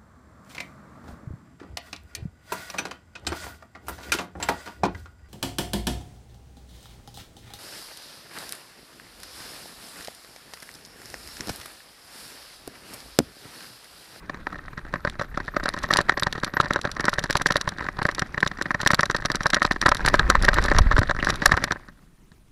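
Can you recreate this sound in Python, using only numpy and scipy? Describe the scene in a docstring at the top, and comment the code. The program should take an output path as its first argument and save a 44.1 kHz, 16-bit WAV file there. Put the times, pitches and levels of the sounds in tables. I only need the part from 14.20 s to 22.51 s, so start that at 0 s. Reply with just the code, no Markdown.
"""A small camera rattles in its loose plastic housing on a motorcycle that slows through a bend and topples.
Throughout, wind and jolts rumble, road noise seeps through the shell, electronics whine over faint hiss.
First light knocks ring the shell and a brake squeaks each wheel turn; then knocks crowd and a latch ticks.
From 5.7 s the rider tumbles: padded thuds swing the mount and rubbed plastic squeaks once.
From 7.5 s the rattle dies away and the fallen engine idles, two firings puffing each cycle."""
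import sys
import numpy as np
from scipy import signal
from scipy.io import wavfile

SR = 44100
rng = np.random.default_rng(int(sys.argv[2]) if len(sys.argv) > 2 else 0)


def store_pcm(level_fs):
    """Save levels as 16-bit WAV."""
    pcm = np.round(np.clip(level_fs, -1, 1) * 32767).astype(np.int16)
    wavfile.write(sys.argv[1], SR, np.atleast_2d(pcm).T)


N = 366471

# Clear knocks of body on shell. Each row: start in seconds, strength in dB.
CLEAR_KNOCKS = [(0.0971, -17.5), (0.1449, -24), (0.2687, -21.5), (0.3272, -22), (0.3587, -29.5),
                (0.5773, -19), (0.7389, -11.5), (0.758, -27), (0.8498, -12.5), (0.8739, -12),
                (0.9952, -12.5), (1.0134, -14), (1.1741, -11.5), (1.2021, -18), (1.2799, -21.5),
                (1.366, -7), (1.3988, -22), (1.4573, -7.5), (1.482, -15.5), (1.54, -18), (1.5753, -20),
                (1.642, -16), (1.7076, -7.5), (1.7283, -6.5), (1.7601, -8), (1.7879, -2.5), (1.8051, -9),
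                (1.894, -3.5), (1.9208, -15), (1.9749, -8.5), (2.0236, -12.5), (2.0687, -4), (2.1791, -17),
                (2.2339, -6), (2.3376, -16), (2.3687, -11), (2.401, -4), (2.4458, -18.5), (2.5073, -9),
                (2.56, -8), (2.6512, -9), (2.7668, -17.5), (2.797, -13.5), (2.8424, -13.5), (2.8817, -6.5),
                (2.93, -14.5), (2.984, -9.5), (3.0402, -14), (3.0986, -8.5), (3.1539, -2.5),
                (3.2122, -14.5), (3.2595, -2.5), (3.307, -3), (3.3574, -5.5), (3.476, -9.5), (3.521, -25.5),
                (3.584, -19), (3.6078, -20.5), (3.6245, -22.5), (3.6652, -21.5), (3.687, -20),
                (3.7894, -13), (3.8177, -11.5), (3.8527, -6.5), (3.8887, -11.5), (3.9819, -17),
                (4.0198, -10), (4.1445, -19), (4.1786, -14), (4.2288, -6), (4.2637, -10.5), (4.3151, -19.5),
                (4.3862, -24.5), (4.4134, -13), (4.4568, -18), (4.5069, -13), (4.5464, -11.5),
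                (4.6026, -18), (4.6308, -18), (4.6624, -2), (4.7048, -2), (4.7337, -2.5), (4.7928, -2),
                (4.8319, -5.5), (4.8995, -7), (4.9476, -10), (5.0512, -8), (5.1009, -8.5), (5.1469, -13.5),
                (5.2063, -14), (5.2575, -5.5), (5.3339, -2.5), (5.3667, -8.5), (5.4192, -7), (5.45, -0.5),
                (5.5116, -6), (5.6614, 5.5), (5.6836, -4), (5.7172, -1), (5.7534, -17.5), (5.8494, -7.5),
                (5.8769, -8), (5.9415, 2), (5.9946, 1), (6.1005, 0), (6.1527, -1.5), (6.2462, -11.5),
                (6.2869, 4), (6.3324, -8.5), (6.3675, -14.5), (6.3852, -4), (6.4233, -17), (6.516, -3.5),
                (6.5477, -14), (6.5853, -1), (6.713, -10.5), (6.7661, -8), (6.781, -3.5), (6.8314, -9.5),
                (6.896, -8), (6.9104, -10.5), (7.0269, -9.5), (7.0694, -12.5), (7.0868, -11),
                (7.0975, -6.5), (7.229, -20.5), (7.2589, 4.5), (7.2926, -10), (7.319, 3), (7.3406, -12),
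                (7.3739, -7.5), (7.4392, -13), (7.5088, -13), (7.523, -18.5), (7.6848, -32), (8.118, -42)]
# Bright latch ticks, many about 10 ms after a knock, some together with one.
# Each row: start in seconds, strength in dB.
LATCH_TICKS = [(0.8977, -31), (1.0206, -28), (1.4374, -28), (1.4893, -16.5), (1.5385, -25.5),
               (1.5876, -25.5), (1.7134, -20), (1.737, -9), (1.7707, -10.5), (1.8133, -19.5),
               (1.9972, -20.5), (2.0328, -17), (2.1265, -20.5), (2.2452, -16.5), (2.4098, -15),
               (2.5341, -22), (2.6138, -24), (2.7156, -22.5), (2.806, -21), (2.8534, -19), (2.8938, -14.5),
               (2.938, -20), (2.9919, -18), (3.039, -19), (3.1068, -13.5), (3.1281, -17), (3.1692, -11),
               (3.2185, -19), (3.267, -8.5), (3.3218, -18.5), (3.3675, -12.5), (3.4119, -16.5),
               (3.49, -20.5), (3.8287, -22.5), (3.866, -23), (3.913, -26), (3.9484, -22), (3.994, -17),
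               (4.2047, -22.5), (4.2467, -30), (4.2748, -17), (4.4224, -21.5), (4.5136, -30),
               (4.6139, -17.5), (4.6503, -24), (4.6737, -7.5), (4.7141, -13), (4.7453, -12.5), (4.808, -16),
               (4.856, -20.5), (4.9115, -20), (4.9643, -20), (5.0574, -17.5), (5.1175, -23.5),
               (5.1557, -15), (5.2325, -26), (5.2669, -17.5), (5.3021, -16.5), (5.345, -6), (5.4284, -15.5),
               (5.4641, -18), (5.5194, -19.5), (5.6151, -14.5), (5.6671, -13), (5.69, -13), (5.7473, -20),
               (5.769, -22), (5.8619, -9), (5.8847, -9.5), (5.9524, -18), (6.1004, -3), (6.2242, -17.5),
               (6.25, -19), (6.3415, -13), (6.44, -17.5), (6.4596, -26), (6.5853, -8.5), (6.7904, -17.5),
               (7.0469, -20), (7.092, -19), (7.1032, -16), (7.157, -24.5), (7.2586, -0.5), (7.2756, -16),
               (7.3692, -21), (7.44, -12.5), (7.5197, -20.5)]
# Course of the ride. 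Each row: time in seconds, wind and jolt rumble in dB, road noise in dB,
# light chatter of the loose parts in dB.
RIDE_LEVELS = [(0.0, -47, -45.5, -60), (0.99, -42, -49.5, -53), (1.8, -38.5, -41, -42.5),
               (2.03, -46.5, -47.5, -46.5), (3.199, -43.5, -46.5, -44.5), (3.6, -46.5, -44.5, -46.5),
               (4.15, -47, -45.5, -55), (4.75, -44, -44.5, -47), (5.65, -38.5, -51.5, -41),
               (5.85, -24.5, -32, -39), (6.64, -19, -33, -34), (6.95, -31.5, -46, -45.5),
               (7.1, -33, -36.5, -35.5), (7.38, -41, -35, -38), (7.55, -51.5, -46, -50),
               (7.73, -56, -62, -67.5), (8.31, -55.5, -82, -90)]
# Resonances of the plastic shell. Each row: frequency in Hz, level in dB, t60 in seconds.
SHELL_MODES = [(582, -19, 0.04), (759, -23.5, 0.042), (1040, -8, 0.013), (1300, -8.5, 0.017),
               (1569, -6, 0.013), (1841, -3.5, 0.013)]
# Resonances of the latch. 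Each row: frequency in Hz, level in dB, t60 in seconds.
LATCH_MODES = [(1684, -3.5, 0.0044), (3908, -2.5, 0.004), (4710, -4.5, 0.0031), (5695, -7.5, 0.0042),
               (7540, -16, 0.0048), (9080, -21, 0.0068), (10880, -18, 0.0048), (13500, -42, .003)]
# Resonances of the helmet under the mount. Each row: frequency in Hz, level in dB, t60 in seconds.
HELMET_MODES = [(155, -7, 0.025), (298, -6, 0.015), (423, -11, .012)]
# Road noise inside the shell. Each row: frequency in Hz, relative level in dB per Hz.
ROAD_SPECTRUM = [(60, -1), (150, -0.5), (300, -7), (650, -17), (1700, -12), (2350, -21.5), (2700, -44.5),
                 (3700, -25.5), (4500, -30.5), (5200, -40), (7000, -43.5), (12000, -50)]
# Microphone and far background. Each row: frequency in Hz, relative level in dB per Hz.
HISS_SPECTRUM = [(24, -34), (40, -14), (176, -10), (491, -26), (9690, -40), (16000, -44)]
# Padded thuds of the tumbling rider. 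Each row: start in seconds, strength in dB, pitch in Hz.
TUMBLE_THUDS = [(5.688, -14.5, 34.5), (6.177, -5.5, 41), (6.398, -6.5, 35.3), (6.554, -6, 50),
                (6.607, 2.5, 56), (6.663, -4.5, 45), (6.741, -7, 34.8), (6.789, 0, 96.5),
                (7.277, -8.5, 38.7), (7.337, -5.5, 81)]

IDLE_CYCLE_S, IDLE_FROM_S = 0.098, 7.535


def amp(db):
    """dB to gain."""
    return 10 ** (np.asarray(db) / 20)


def rms_one(x):
    """Scale to rms 1."""
    return x / np.sqrt(np.mean(x ** 2) + 1e-20)


def drift(rate_hz):
    """Random wander of rms 1: white noise through a double one-pole low-pass."""
    r = np.exp(-2 * np.pi * rate_hz / SR)
    white = rng.standard_normal(N + SR)
    settled = signal.lfilter([1], [1, -2 * r, r * r], white)[SR:]
    return rms_one(settled)


def ring(clicks, hz, t60_s):
    """Two-pole resonator: a unit click starts a decaying sine of height 1."""
    r = amp(-60 / (t60_s * SR))
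    w = 2 * np.pi * hz / SR
    return signal.lfilter([0, np.sin(w)], [1, -2 * r * np.cos(w), r * r], clicks + 1e-18)


def band(x, low_hz, high_hz):
    """Butterworth band-pass."""
    return signal.sosfilt(signal.butter(2, [low_hz, high_hz], "band", fs=SR, output="sos"), x)


def low_pass(x, order, cutoff_hz):
    """Butterworth low-pass."""
    return signal.sosfilt(signal.butter(order, cutoff_hz, fs=SR, output="sos"), x)


def decay(x, time_s):
    """Each click leaves an exponential tail with this time constant."""
    return signal.lfilter([1], [1, -np.exp(-1 / (time_s * SR))], x)


def coloured(spectrum, patchy_db):
    """Third-octave bands of noise, each with its level and flicker; rms 1."""
    hz, level_db = np.transpose(spectrum)
    edges_hz = 40 * 2 ** (np.arange(27) / 3)
    white = rng.standard_normal((2, N))
    flicker = [drift(28.0) for _ in range(4)]  # shared among the bands
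    out = 0
    for k, (low_hz, high_hz) in enumerate(zip(edges_hz, edges_hz[1:])):
        centre_db = np.interp(np.log(low_hz * high_hz) / 2, np.log(hz), level_db)
        gain = amp(centre_db + patchy_db * flicker[k % 4])
        out = out + gain * band(white[k % 2], low_hz, high_hz)
    return rms_one(out)


def rattle(chatter_db):
    """Dull knocks with thumps under them and bright ticks; a rough ride brings clumps of small touches."""
    loose_db = chatter_db + 5.5 * drift(30)
    blows = all_knocks(chatter_db, count=80)
    knocks = strike(blows, SHELL_MODES, loose_db + 8.0, spread_db=4.5, skid_db=-8.5, skid_s=0.0021,
                    bounce_db=-7, settle_s=0.005, per_s=800, contact_hz=2810)
    padded = blows * [1, 0.7] - [0, 5.0]  # the padded mount gives less to hard knocks
    thumps = strike(padded, HELMET_MODES, loose_db, spread_db=3.0, skid_db=-16, skid_s=0.003,
                    bounce_db=-12, settle_s=0.006, per_s=250, contact_hz=1207)
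    ticks = strike(LATCH_TICKS, LATCH_MODES, loose_db - 3.5, spread_db=3.5, skid_db=-11.5, skid_s=0.0009,
                   bounce_db=-2, settle_s=0.0028, per_s=2500, contact_hz=16200)
    jolts = blows * [1, 0.93] + [0, -13.5]  # each knock also jolts the latch dully
    cracks = strike(jolts, LATCH_MODES, loose_db - 2, spread_db=5.0, skid_db=-12.5, skid_s=0.0018,
                    bounce_db=-6.5, settle_s=0.0039, per_s=2500, contact_hz=6000)
    return knocks + thumps + ticks + cracks


def all_knocks(chatter_db, count):
    """The clear knocks, plus light ones at random times whose strength follows the roughness of the ride."""
    chance = rng.random((count, 2))
    start_s = chance[:, 0] * IDLE_FROM_S
    spread_db = -1.5 * np.log(chance[:, 1] + 0.016)  # mostly weak, a few stronger
    strength_db = chatter_db[(start_s * SR).astype(int)] + 21.5 + spread_db
    return np.vstack([CLEAR_KNOCKS, np.transpose([start_s, strength_db])])


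def strike(table, modes, loose_db, spread_db, skid_db, skid_s, bounce_db, settle_s, per_s, contact_hz):
    """The loose part skids in, hits, bounces and settles; between blows it chatters at the level loose_db."""
    start_s, strength_db = np.transpose(table)
    at = np.round(start_s * SR).astype(int)
    blows = np.zeros(N)
    blows[at] = amp(strength_db)
    bounces = amp(bounce_db) * decay(blows, settle_s)
    skids = amp(skid_db) * decay(blows[::-1], skid_s)[::-1]  # time-reversed: swells into the blow
    touches = rng.standard_normal(N) * (rng.random(N) < per_s / SR)
    stray = amp(loose_db) * (rng.random(N) < 160 / per_s)  # about 160 lone touches a second
    clicks = touches * (skids + bounces + stray)
    return resound(clicks, at, strength_db, modes, spread_db, contact_hz)


def resound(clicks, at, strength_db, modes, spread_db, contact_hz):
    """Each blow and small click drives every mode with a strength of its own; soft contact dulls them."""
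    uneven = rng.standard_normal((len(at), len(modes)))
    out = 0
    for k, (hz, level_db, t60_s) in enumerate(modes):
        push = clicks * (1 + rng.standard_normal(N))
        push[at] += amp(strength_db + spread_db * uneven[:, k])
        out = out + (-1) ** k * amp(level_db) * ring(push, hz, t60_s)
    return low_pass(out, 2, min(contact_hz, 20000))


def tumble(cycles):
    """Each thud is a heavily damped swing of the microphone's mount; one rub of plastic squeaks."""
    thuds = np.zeros(N)
    for start_s, strength_db, hz in TUMBLE_THUDS:
        click = np.zeros(N)
        click[round(start_s * SR)] = amp(strength_db)
        thuds += ring(click, hz, cycles / hz)
    thuds = low_pass(thuds, 1, 300)
    rub = np.interp(np.arange(N) / SR, 6.997 + np.array([0, 0.003, 0.018]), [0, 1, 0])
    squeak = rms_one(ring(rng.standard_normal(N), hz=2800, t60_s=0.016))
    return thuds + amp(-30) * rub * squeak


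def rumble(level_db):
    """Lumpy wind and jolt pressure at the port: low noise with a wandering level."""
    low = band(band(rng.standard_normal(N), 13, 140), 6.1, 42)
    return amp(level_db + 1.1 * drift(16)) * rms_one(low)


def road_noise(level_db):
    """Road noise dulled by its way through the shell: coloured, flickering noise."""
    return amp(level_db) * coloured(ROAD_SPECTRUM, patchy_db=4.0)


def idle(level_db, second_db, second_share):
    """The fallen twin ticks over: a strong and a weak firing each cycle puff into the exhaust."""
    first_s = np.arange(IDLE_FROM_S, N / SR - IDLE_CYCLE_S, IDLE_CYCLE_S)
    second_s = first_s + second_share * IDLE_CYCLE_S
    at = (np.append(first_s, second_s) * SR).astype(int)
    strength_db = level_db + np.repeat([0, second_db], len(first_s))
    exhaust_modes = [(165, 0, 0.06), (320, -4, 0.03)]  # Hz, dB, t60 in seconds
    return resound(np.zeros(N), at, strength_db, exhaust_modes, spread_db=2.5, contact_hz=900)


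def brake(count):
    """Two spots on the disc squeak each turn as the wheel slows: bursts of noise in one narrow band."""
    first_turn_s, turn_s, slowing_s = 0.268, 0.235, 0.017  # each turn lasts slowing_s longer
    level_db, centre_hz = -71, 12350
    t = np.arange(N) / SR
    turn = np.arange(count)
    length_s = turn_s + slowing_s * turn
    turn_start_s = first_turn_s + np.cumsum(length_s) - length_s
    gate = 0
    # each spot: share of a turn later, level in dB, rise in dB per turn
    for share, spot_db, rise_db in [(0, 0, 2), (0.2, -3, 3.5)]:
        for s, gain_db in zip(turn_start_s + share * length_s, rise_db * turn):
            burst = np.interp(t, [s, s + 0.008, s + 0.05], [0, 1, 0])
            gate = gate + amp(level_db + spot_db + gain_db) * burst
    return gate * rms_one(band(rng.standard_normal(N), centre_hz - 200, centre_hz + 200))


def whine():
    """Electronic whistle, narrow and unsteady: noise through one resonance."""
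    return amp(-78) * rms_one(ring(rng.standard_normal(N), hz=9540, t60_s=0.02))


def hiss():
    """Microphone and far background: steady coloured noise with slight flicker."""
    return amp(-58.5) * coloured(HISS_SPECTRUM, patchy_db=2.5)


def scene():
    """All sources at the single microphone."""
    time_s, *columns = np.transpose(RIDE_LEVELS)
    rumble_db, road_db, chatter_db = [np.interp(np.arange(N) / SR, time_s, c) for c in columns]
    main = rattle(chatter_db) + tumble(cycles=4.0)
    ride = rumble(rumble_db) + road_noise(road_db)
    machine = idle(level_db=-48, second_db=-4.5, second_share=0.57) + brake(count=8)
    return (main + ride + machine + whine() + hiss())[None]


def record(dry):
    """Gain control ducks after loud moments, the loudest knocks overload the input, the top is cut."""
    level_db = 20 * np.log10(np.abs(dry) + 1e-9)
    duck_db = 0.39 * np.maximum(level_db + 7.2, 0)  # threshold -7.2 dB
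    slope_db = 60.0 * np.arange(N) / SR  # release of 60 dB a second
    held_db = np.maximum.accumulate(duck_db + slope_db, axis=1) - slope_db
    smooth_db = signal.lfilter([0.004], [1, -0.996], held_db)
    ducked = dry * amp(-smooth_db)
    limited = ducked / (1 + np.abs(ducked / 0.7) ** 6) ** (1 / 6)  # saturates at 0.7
    return signal.sosfilt(signal.cheby2(12, 70, 16600, fs=SR, output="sos"), limited)


dry = scene()
out = record(dry)
store_pcm(out)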